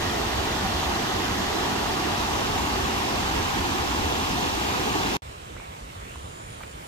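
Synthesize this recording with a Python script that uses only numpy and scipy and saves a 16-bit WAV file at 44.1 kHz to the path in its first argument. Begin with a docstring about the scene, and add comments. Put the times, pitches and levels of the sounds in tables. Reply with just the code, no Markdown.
"""A creek rushes over stones below a bank: bursting bubbles and hiss, heard by a handheld camera
with two microphones that turns slowly. It stops hard, and after a short silence comes a quiet dirt trail:
boots crunch and scuff grit as struck, filtered noise, an insect buzzes in ringing treble pulses,
dry grass rustles as hiss, far water and air are shaped noise, and the bass surges in short low waves."""
import sys
import numpy as np
from scipy import signal
from scipy.io import wavfile
from scipy.ndimage import uniform_filter1d

SR = 44100
rng = np.random.default_rng(int(sys.argv[2]) if len(sys.argv) > 2 else 0)


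def dump_mix(stems):
    """Bounce the given channels to the path in sys.argv[1] as a 16-bit WAV at rate SR."""
    frames = np.atleast_2d(stems).T  # one column per channel
    limited = np.clip(frames, -1, 1)  # hard clip at full scale
    pcm = np.round(limited * 32767).astype(np.int16)
    wavfile.write(sys.argv[1], SR, pcm)


N = 302967
CREEK_ENDS, TRAIL_STARTS = 5.1692, 5.2203  # s
SIZE, HOP = 4096, 1024  # spectrum frame and step, samples
HZ = np.fft.rfftfreq(SIZE, 1 / SR)  # frequency bins
FRAMES = np.arange(-(-N // HOP) + 1) * HOP / SR  # frame times, s

# The creek's low rumble at the two microphones, before its swells and the port resonance.
# Each row: frequency in Hz, left level in dB per Hz, right level in dB per Hz.
CREEK_RUMBLE = [(10, -77.5, -76.5), (25, -66.5, -64.5), (50, -55.5, -54.5), (70, -53.0, -51.5),
                (90, -54.0, -53.0), (115, -59.0, -58.0), (165, -60.0, -58.5), (230, -57.5, -55.5)]
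# The water above the rumble as the camera first points; the bank's echo carves a dip near 500-650 Hz.
# Each row: frequency in Hz, left level in dB per Hz, right level in dB per Hz.
CREEK_AT_START = [(410, -60, -54.5), (485, -60.5, -60), (620, -61.0, -62.5), (765, -57.5, -58),
                  (1170, -61, -60), (1580, -63.5, -66), (1900, -64, -65), (2200, -68, -68),
                  (2440, -67.5, -68.5), (2800, -65.5, -66.5), (3580, -69, -65.5), (4280, -74.5, -67),
                  (6720, -78, -72.5), (8300, -81, -81.5), (9900, -85, -85.5), (15200, -87.5, -87.5)]
# The same water once the camera has turned.
# Each row: frequency in Hz, left level in dB per Hz, right level in dB per Hz.
CREEK_AFTER_TURN = [(406, -57.5, -55.5), (463, -64.5, -58.5), (540, -60, -58), (610, -61.5, -66),
                    (757, -55.5, -59.5), (1180, -61, -59.5), (1570, -63.5, -65.5), (2300, -68, -67),
                    (2800, -63.5, -61.5), (2960, -65.5, -64.5), (3500, -69, -66), (4530, -74, -68.5),
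                    (7100, -76.5, -72.5), (8350, -80.0, -80.5), (9900, -83.5, -84.5), (15200, -86, -86)]
# How alike the two microphones hear the creek at first.
# Each row: frequency in Hz, likeness 0-1, lead of the right side in radians.
ALIKE_AT_START = [(20, .75, 0), (70, .96, -.1), (170, .96, -.1), (370, .7, -.2), (450, .15, -1.5),
                  (530, .65, -3.4), (630, .25, -5), (720, .55, -6.4), (920, .45, -6.6), (1020, .2, -7.4),
                  (1350, .75, -8.3), (1600, .15, -8.2), (1850, .58, -6.7), (2050, .35, -7.6),
                  (2300, .25, -10.8), (6000, .25, -7.5)]
# How alike they hear it after the turn.
# Each row: frequency in Hz, likeness 0-1, lead of the right side in radians.
ALIKE_AFTER_TURN = [(20, .6, -.3), (70, .87, -.2), (160, .95, -.1), (390, .7, -1.2), (450, .4, -1.9),
                    (560, .85, -3.1), (650, .1, -3.5), (720, .5, -1), (950, .7, -1.3), (1400, .82, -2.8),
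                    (1750, .55, -2.4), (2300, .2, -4.6), (3050, .55, -2.6), (3400, .3, -1.4),
                    (6000, .22, -1.7)]
# How far the camera has turned. Each row: time in seconds, share of the turn 0-1.
TURN = [(0, 0), (1.8, 0.16), (2.6, 0.63), (3.1, 0.6), (4.4, 0.94), (5.2, 1)]
# Slow level changes of the water in three broad bands.
# Each row: time in seconds, change near 1000 Hz in dB, near 290 Hz in dB, below about 120 Hz in dB.
CREEK_BANDS = [(0, 0, -.5, -0.15), (.5, 0.049, -0.89, 2), (.85, .3, -0.3, 1.5),
               (1.05, 0.000061, -0.28, -1.6), (1.3, .4, -0.092, 1.6), (1.7, 1.1, 1, -2),
               (2.1, 1.1, .5, 0.19), (2.35, 1.3, 0, -1), (2.6, 1.5, 0, 1), (3.0, 1, 0, -0.56),
               (3.3, 0.5, 0, -0.57), (3.6, 0.91, 0.35, 2.7), (3.85, .6, 0.46, -1.4), (4.1, .7, -0.31, 0.47),
               (4.7, 0.69, 0.51, -2), (5.2, 1.3, 0.18, -1.6)]


def creek():
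    """Bubbles and hiss over stones; the stereo picture slides as the camera turns."""
    turned = np.clip(curves(TURN, FRAMES)[0], 0, 1)
    start = field(CREEK_RUMBLE + CREEK_AT_START, ALIKE_AT_START)
    end = field(CREEK_RUMBLE + CREEK_AFTER_TURN, ALIKE_AFTER_TURN)
    left, right, like = (a + (b - a) * turned for a, b in zip(start, end))
    middle = np.exp(-np.log((HZ[:, None] + 1) / 1000) ** 2 / 0.19)
    gurgle = np.exp(-np.log((HZ[:, None] + 1) / 290) ** 2 / 0.15)
    bass = 1 / (1 + (HZ[:, None] / 120) ** 6)
    swell_db = rumble_swell()
    for band, db in zip((middle, gurgle, bass), curves(CREEK_BANDS, FRAMES)):
        swell_db = swell_db + band * db
    a, b = (bubbles(per_s=4000, spread_db=3.0, hiss=2.35, count=24) for _ in range(2))
    return heard(a, b, left + swell_db, right + swell_db, like, patchy_db=0.73)


def bubbles(per_s, spread_db, hiss, count=32):
    """Bursting bubbles: short rising rings from large to small, blurred by splashing hiss."""
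    size = amp(spread_db * np.minimum(rng.exponential(1, N), 3.5))
    size = size * (rng.random(N) < per_s / SR)
    kind, out = rng.integers(0, count, N), np.zeros(N)
    for k, hz in enumerate(np.geomspace(180, 7000, count)):
        age = np.arange(int(30 * SR / hz)) * hz / SR  # in cycles
        envelope = np.exp(-age / 7.4) * (1 - np.exp(-age / 0.35))
        grain = np.sin(2 * np.pi * (age + 0.00826 * age ** 2)) * envelope
        grain = grain / np.linalg.norm(grain) * hz ** 0.16
        out += signal.oaconvolve(size * (kind == k), grain)[:N]
    return evened(out) + hiss * rng.standard_normal(N)


BOOTS_PAN_DB = -3  # left minus right: the steps lean to the right microphone
SETTLE_DB, SETTLE_S = -10, .025  # trickling grit before filtering, and its decay time
THUD_S = .003  # half length of the thud
# Grit crunching under a boot close to the microphones; levels are before panning.
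# Each row: time of the peak in seconds, peak of the filtered grit in dB, lowest frequency in Hz,
# highest frequency in Hz, half length in seconds, thud frequency in Hz, thud level in dB.
CRACKS = [(5.5575, -42, 500, 1800, .003, 600, -52), (5.5654, -36, 700, 2500, .001, 1450, -52),
          (5.5672, -31.5, 600, 2300, .002, 1400, -44), (5.5745, -41, 1200, 2600, .001, 2000, -54),
          (5.6001, -32.5, 450, 1700, .0015, 900, -50), (5.622, -42, 350, 1100, .002, 500, -52),
          (6.151, -43, 800, 1500, .002, 1200, -52), (6.1582, -34, 650, 1300, .001, 1000, -43),
          (6.6064, -38, 600, 1700, .0015, 1150, -50), (6.6097, -35, 500, 1800, .002, 1150, -46),
          (6.6128, -36, 450, 1600, .002, 740, -47), (6.6153, -34.5, 600, 3200, .002, 700, -50),
          (6.6178, -35.5, 600, 3400, .002, 600, -50), (6.631, -37, 1500, 2900, .002, 2200, -50),
          (6.6344, -33, 900, 2800, .0015, 2300, -46), (6.6365, -28.5, 600, 3200, .002, 1400, -44),
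          (6.639, -34, 350, 3000, .0015, 500, -40), (6.651, -41, 300, 4200, .002, 450, -50),
          (6.826, -39, 1500, 3000, .002, 2100, -50)]


def crunches():
    """Each crack is a snap in a short dull burst of grit over a thud, with a trickling tail."""
    out = np.zeros((2, N))
    t = np.arange(-800, 3200) / SR
    draws = rng.standard_normal((len(CRACKS), 3, len(t)))
    for (s, db, low, high, half, thud_hz, thud_db), draw in zip(CRACKS, draws):
        snap = -24 * (t == 0)
        trickle = amp(SETTLE_DB) * draw[1:] * (t > 0) * np.exp(-t / SETTLE_S)
        burst = draw[0] * stroke(t, 0, half) + snap + trickle
        dull = signal.lfilter(*signal.butter(1, 1900, fs=SR), burst)
        band = signal.butter(2, [low, high], "bandpass", fs=SR, output="sos")
        crack = signal.sosfilt(band, dull)
        thud = -amp(thud_db) * stroke(t, 0, THUD_S) * np.sin(2 * np.pi * thud_hz * t)
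        add(out, s + t[0], sides(amp(db) * crack / abs(crack).max() + thud, BOOTS_PAN_DB))
    return out


DRAG_HZ_PER_S = 5500  # rise of the grit's pitch within each scuff
# Soles dragging over dirt and brushing dry grass; levels are before panning.
# Each row: time of the peak in seconds, half length in seconds, grit level in dB,
# grit frequency at the peak in Hz, grass level in dB.
SCUFFS = [(5.28, .06, -56, 2300, -76), (5.599, .05, -49, 2200, -74), (5.66, .04, -52, 2200, -75),
          (5.75, 0.055, -52, 2300, -67), (5.9, .04, -55, 2800, -72), (6.086, 0.091, -49, 2450, -66),
          (6.623, 0.025, -57, 2600, -63), (6.83, .05, -57, 2200, -61)]


def scuffs():
    """Many small grains ring under a dragged sole; the grit brightens as the sole speeds up."""
    out = np.zeros((2, N))
    t = np.arange(-SR // 4, SR // 4) / SR
    for s, half, db, hz, _ in SCUFFS:
        size = amp(1.9 * np.minimum(rng.exponential(1, (2, len(t))), 3))
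        grains = size * (rng.random((2, len(t))) < 3000 / SR)  # 3000 grains a second on average
        grains = grains * rng.choice([-1, 1], grains.shape)
        centre = hz + DRAG_HZ_PER_S * np.clip(t, -half, half)
        grit = ring(ring(grains, centre, 720), centre, 720)
        add(out, s + t[0], sides(evened(grit) * amp(db) * stroke(t, 0, half), BOOTS_PAN_DB))
    return out


BUZZ_PER_S, BUZZ_PULSE_AT = 121.15, 7.1  # pulses a second; s of one pulse, which sets their timing
BUZZ_DRIFT = .007  # share by which the pitch wanders
# The insect's swelling treble, before panning.
# Each row: time in seconds, low mode level in dB, high mode level in dB.
BUZZ = [(5.23, -70, -80), (5.426, -76, -79), (5.714, -72, -79), (5.796, -77, -69), (5.842, -64, -78),
        (5.864, -76, -73), (5.97, -65, -66), (6.266, -59, -59), (6.39, -54, -64), (6.53, -59, -57),
        (6.618, -65, -63), (6.732, -56, -60), (6.746, -69, -64), (6.87, -60, -61)]
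# The two ringing modes, before the pitch moves.
# Each row: frequency in Hz, width in Hz, left minus right in dB.
BUZZ_MODES = [(7180, 330, -3.), (9180, 280, 10)]
# The pitch lifts at the end. Each row: time in seconds, rise as a share of the pitch.
BUZZ_RISE = [(5.2, 0), (6.72, 0), (6.8, .022), (6.87, .025)]


def insect():
    """A membrane buckles in steady pulses; each rings two modes at a slightly new pitch, with a rattle."""
    t = np.arange(N) / SR
    turns = (t - BUZZ_PULSE_AT) * BUZZ_PER_S + .5
    pulse, phase = np.floor(turns).astype(int), turns % 1 - .5
    pulse = pulse - pulse[0]
    draws = rng.standard_normal((pulse[-1] + 1, 8))[pulse].T.reshape(2, 4, N)
    out = np.zeros((2, N))
    for (hz, width, pan_db), db, draw in zip(BUZZ_MODES, curves(BUZZ, t), draws):
        pitch, size, start, late = draw  # new for every pulse
        knots = rng.standard_normal(int(t[-1] * 10) + 2)
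        wander = BUZZ_DRIFT * np.interp(t, np.arange(0, t[-1] + .1, .1), knots)
        hz = hz * (1 + curves(BUZZ_RISE, t)[0] + wander)
        shape = np.exp(-((phase - .04 * late) / .23) ** 2)
        cycles = (hz + .22 * width * pitch) * phase / BUZZ_PER_S
        tone = shape * amp(1.5 * size) * np.sin(2 * np.pi * cycles + 2 * start)
        rattle = ring(rng.standard_normal((2, N)), hz, 1.3 * width) * (.9 + shape)
        buzz = evened(evened(tone) + .6 * evened(rattle))
        out += sides(buzz * amp(db), pan_db)
    return out


GRASS_DB, GRASS_DB_PER_S = -84, 9  # steady rustle as the trail starts, and its growth; before panning


def rustle():
    """Dry grass as fine hiss, unrelated on the two sides, louder where a boot brushes through."""
    t = np.arange(N) / SR
    hiss = ring(ring(rng.standard_normal((2, N)), 13600, 5000), 13600, 5000)
    level = amp(GRASS_DB + GRASS_DB_PER_S * (t - TRAIL_STARTS))
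    level = level + sum(amp(db) * stroke(t, s, half) for s, half, _, _, db in SCUFFS)
    return sides(evened(hiss) * level, -2.)


# The trail's low rumble at the two microphones, before its swells and the port resonance.
# Each row: frequency in Hz, left level in dB per Hz, right level in dB per Hz.
TRAIL_RUMBLE = [(10, -87.0, -87.5), (25, -77.5, -78.0), (50, -67.0, -66.5), (70, -63, -62.5),
                (90, -64.5, -63.5), (115, -66.5, -65.5), (165, -72, -71), (230, -76.5, -74.0)]
# Far water and air above the rumble.
# Each row: frequency in Hz, left level in dB per Hz, right level in dB per Hz.
TRAIL_AIR = [(332, -78.5, -73), (450, -76, -72), (553, -76, -71.5), (800, -74, -72.5), (1160, -76.5, -74.5),
             (1540, -80, -78.5), (2110, -83, -80), (3000, -85, -80.5), (3800, -89.5, -83.5),
             (4830, -93.5, -88.5), (5900, -94, -88.5), (7700, -90.5, -88), (9500, -92, -94.5),
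             (10700, -101.5, -101.5), (15000, -104.0, -102.5)]
# How alike the two microphones hear the trail.
# Each row: frequency in Hz, likeness 0-1, lead of the right side in radians.
ALIKE_ON_TRAIL = [(20, .8, -.1), (70, .97, 0), (150, .97, .2), (300, .82, 1.1), (450, .75, 1.9),
                  (600, .87, 2.4), (850, .87, 3.1), (1200, .82, 3.5), (1600, .55, 3.6), (2200, .05, 3.5),
                  (2800, .4, 3.6), (3400, .4, 4.5), (4100, .1, 5.5), (7000, 0, 5.5)]


def trail_air():
    """Far water and moving air as smooth noise, closely related on both sides below 1.5 kHz,
    with the right side's phase leading more as frequency rises."""
    a, b = rng.standard_normal((2, N))
    left, right, like = field(TRAIL_RUMBLE + TRAIL_AIR, ALIKE_ON_TRAIL)
    swell_db = rumble_swell()
    return heard(a, b, left + swell_db, right + swell_db, like, patchy_db=1.4)


# The bass on the trail surges briefly; levels are before panning.
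# Each row: time of the peak in seconds, peak level in dB, frequency in Hz, half length in seconds.
SURGES = [(5.285, -39, 70, .025), (5.376, -39, 80, .02), (5.522, -40, 70, 0.022), (5.698, -35, 75, .022),
          (5.836, -40, 55, 0.023), (5.977, -36, 95, .02), (6.029, -38, 62, .03), (6.18, -34.5, 70, .028),
          (6.292, -40, 62, .022), (6.761, -40, 55, .025)]


def surges():
    """Soft low pushes of a few cycles, alike on both sides."""
    out, t = np.zeros((2, N)), np.arange(-SR // 10, SR // 10) / SR
    for (s, db, hz, half), start in zip(SURGES, rng.random((len(SURGES), 1))):
        push = amp(db) * stroke(t, 0, half) * np.sin(2 * np.pi * (hz * t + start))
        add(out, s + t[0], sides(push, -.5))
    return out


SWELL_DB, SWELLS_PER_S = 0.5, 5.  # rms depth at the lowest bass; fastest rate


def rumble_swell(count=24):
    """dB by bin and frame: the bass wanders by chance around its mean level, the rest stays."""
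    rates = np.geomspace(1, SWELLS_PER_S, count)[:, None]
    waves = np.sin(2 * np.pi * (rates * FRAMES + rng.random((count, 1)))) / np.sqrt(rates)
    swell_db = SWELL_DB * evened(waves.sum(0))
    swell_db = swell_db - 10 * np.log10(np.mean(amp(swell_db) ** 2))  # keeps the mean power
    return swell_db / (1 + (HZ[:, None] / 110) ** 8)


# Resonance of the microphone ports: one row of frequency in Hz, width in Hz, boost in dB.
PORT = (12700, 1060, 2.9)


def field(levels, alike):
    """Left dB, right dB and complex likeness of a sound field at every frequency bin."""
    like, lead = over_hz(alike)
    hz, width, db = PORT
    port_db = db * np.exp(-((HZ[:, None] - hz) / width) ** 2)
    left, right = over_hz(levels)
    return left + port_db, right + port_db, like * np.exp(1j * lead)


def heard(a, b, left_db, right_db, like, patchy_db):
    """Two unrelated streams, levelled per bin, become a microphone pair with drifting patches."""
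    z = signal.stft(np.array([a, b]), nperseg=SIZE, noverlap=SIZE - HOP)[2]
    mean = uniform_filter1d(np.mean(abs(z) ** 2, 2), size=7, axis=1)
    window = signal.windows.hann(SIZE)
    white = np.sum(window ** 2) / np.sum(window) ** 2
    z = z * np.sqrt(white * SR / 2 / mean)[:, :, None]  # flat, 0 dB per Hz
    z = z * (HZ[:, None] > 15)
    patches = rng.standard_normal((z.shape[2], z.shape[1])).T
    patches = uniform_filter1d(patches, size=40, axis=0)  # across bins
    patches = evened(uniform_filter1d(patches, size=3, axis=1))  # across frames
    left = z[0] * amp(left_db)
    right = (like * z[0] + np.sqrt(1 - abs(like) ** 2) * z[1]) * amp(right_db)
    pair = np.array([left, right]) * amp(patchy_db * patches)
    return signal.istft(pair, nperseg=SIZE, noverlap=SIZE - HOP)[1][:, :N]


def over_hz(rows):
    """Columns of a table read at every frequency bin, on a log frequency scale."""
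    hz, *columns = np.transpose(rows)
    return [np.interp(np.log(HZ + 1), np.log(hz + 1), c)[:, None] for c in columns]


def curves(rows, t):
    """Columns of a table read at the times t."""
    s, *columns = np.transpose(rows)
    return [np.interp(t, s, c) for c in columns]


def ring(x, hz, width):
    """One mode struck by x, dying away faster the wider it is; hz may be a curve."""
    turn = np.exp(2j * np.pi * np.cumsum(hz * np.ones(x.shape[-1])) / SR)
    r = np.exp(-np.pi * width / SR)
    return 2 * (turn * signal.lfilter([1 - r], [1, -r], x / turn)).real


def stroke(t, s, half):
    """A bell-shaped swell and fade around s."""
    return np.exp(-((t - s) / half) ** 2)


def sides(mono, pan_db):
    """Left and right, with pan_db as left minus right."""
    return mono * amp([[pan_db / 2], [-pan_db / 2]])


def add(mix, s, sound):
    """Lays a sound into the mix from second s, cut at the end."""
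    part = mix[:, round(s * SR):][:, :sound.shape[1]]
    part += sound[:, :part.shape[1]]


def amp(db):
    """Amplitude factor of a level in dB."""
    return 10 ** (np.asarray(db) / 20)


def evened(x):
    """Scaled to an rms of 1."""
    return x / np.sqrt(np.mean(x ** 2) + 1e-20)


def scene():
    """The creek stops hard with a faint short tail; after a silence the trail starts."""
    t = np.arange(N) / SR
    after = np.maximum(t - CREEK_ENDS, 0)
    creek_gain = np.where(t < CREEK_ENDS, 1, amp(-20.5 - 930 * after))  # tail falls 930 dB a second
    trail = crunches() + scuffs() + insect() + rustle() + trail_air() + surges()
    return creek() * creek_gain + trail * (t >= TRAIL_STARTS)


EDGE_HZ = 15300  # upper limit


def record(dry):
    """The band limit of the recorder: a steep low-pass."""
    low_pass = signal.firwin(767, EDGE_HZ, window=("kaiser", 9), fs=SR)
    return signal.oaconvolve(dry, low_pass[None], "same")


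dry = scene()
out = record(dry)
dump_mix(out)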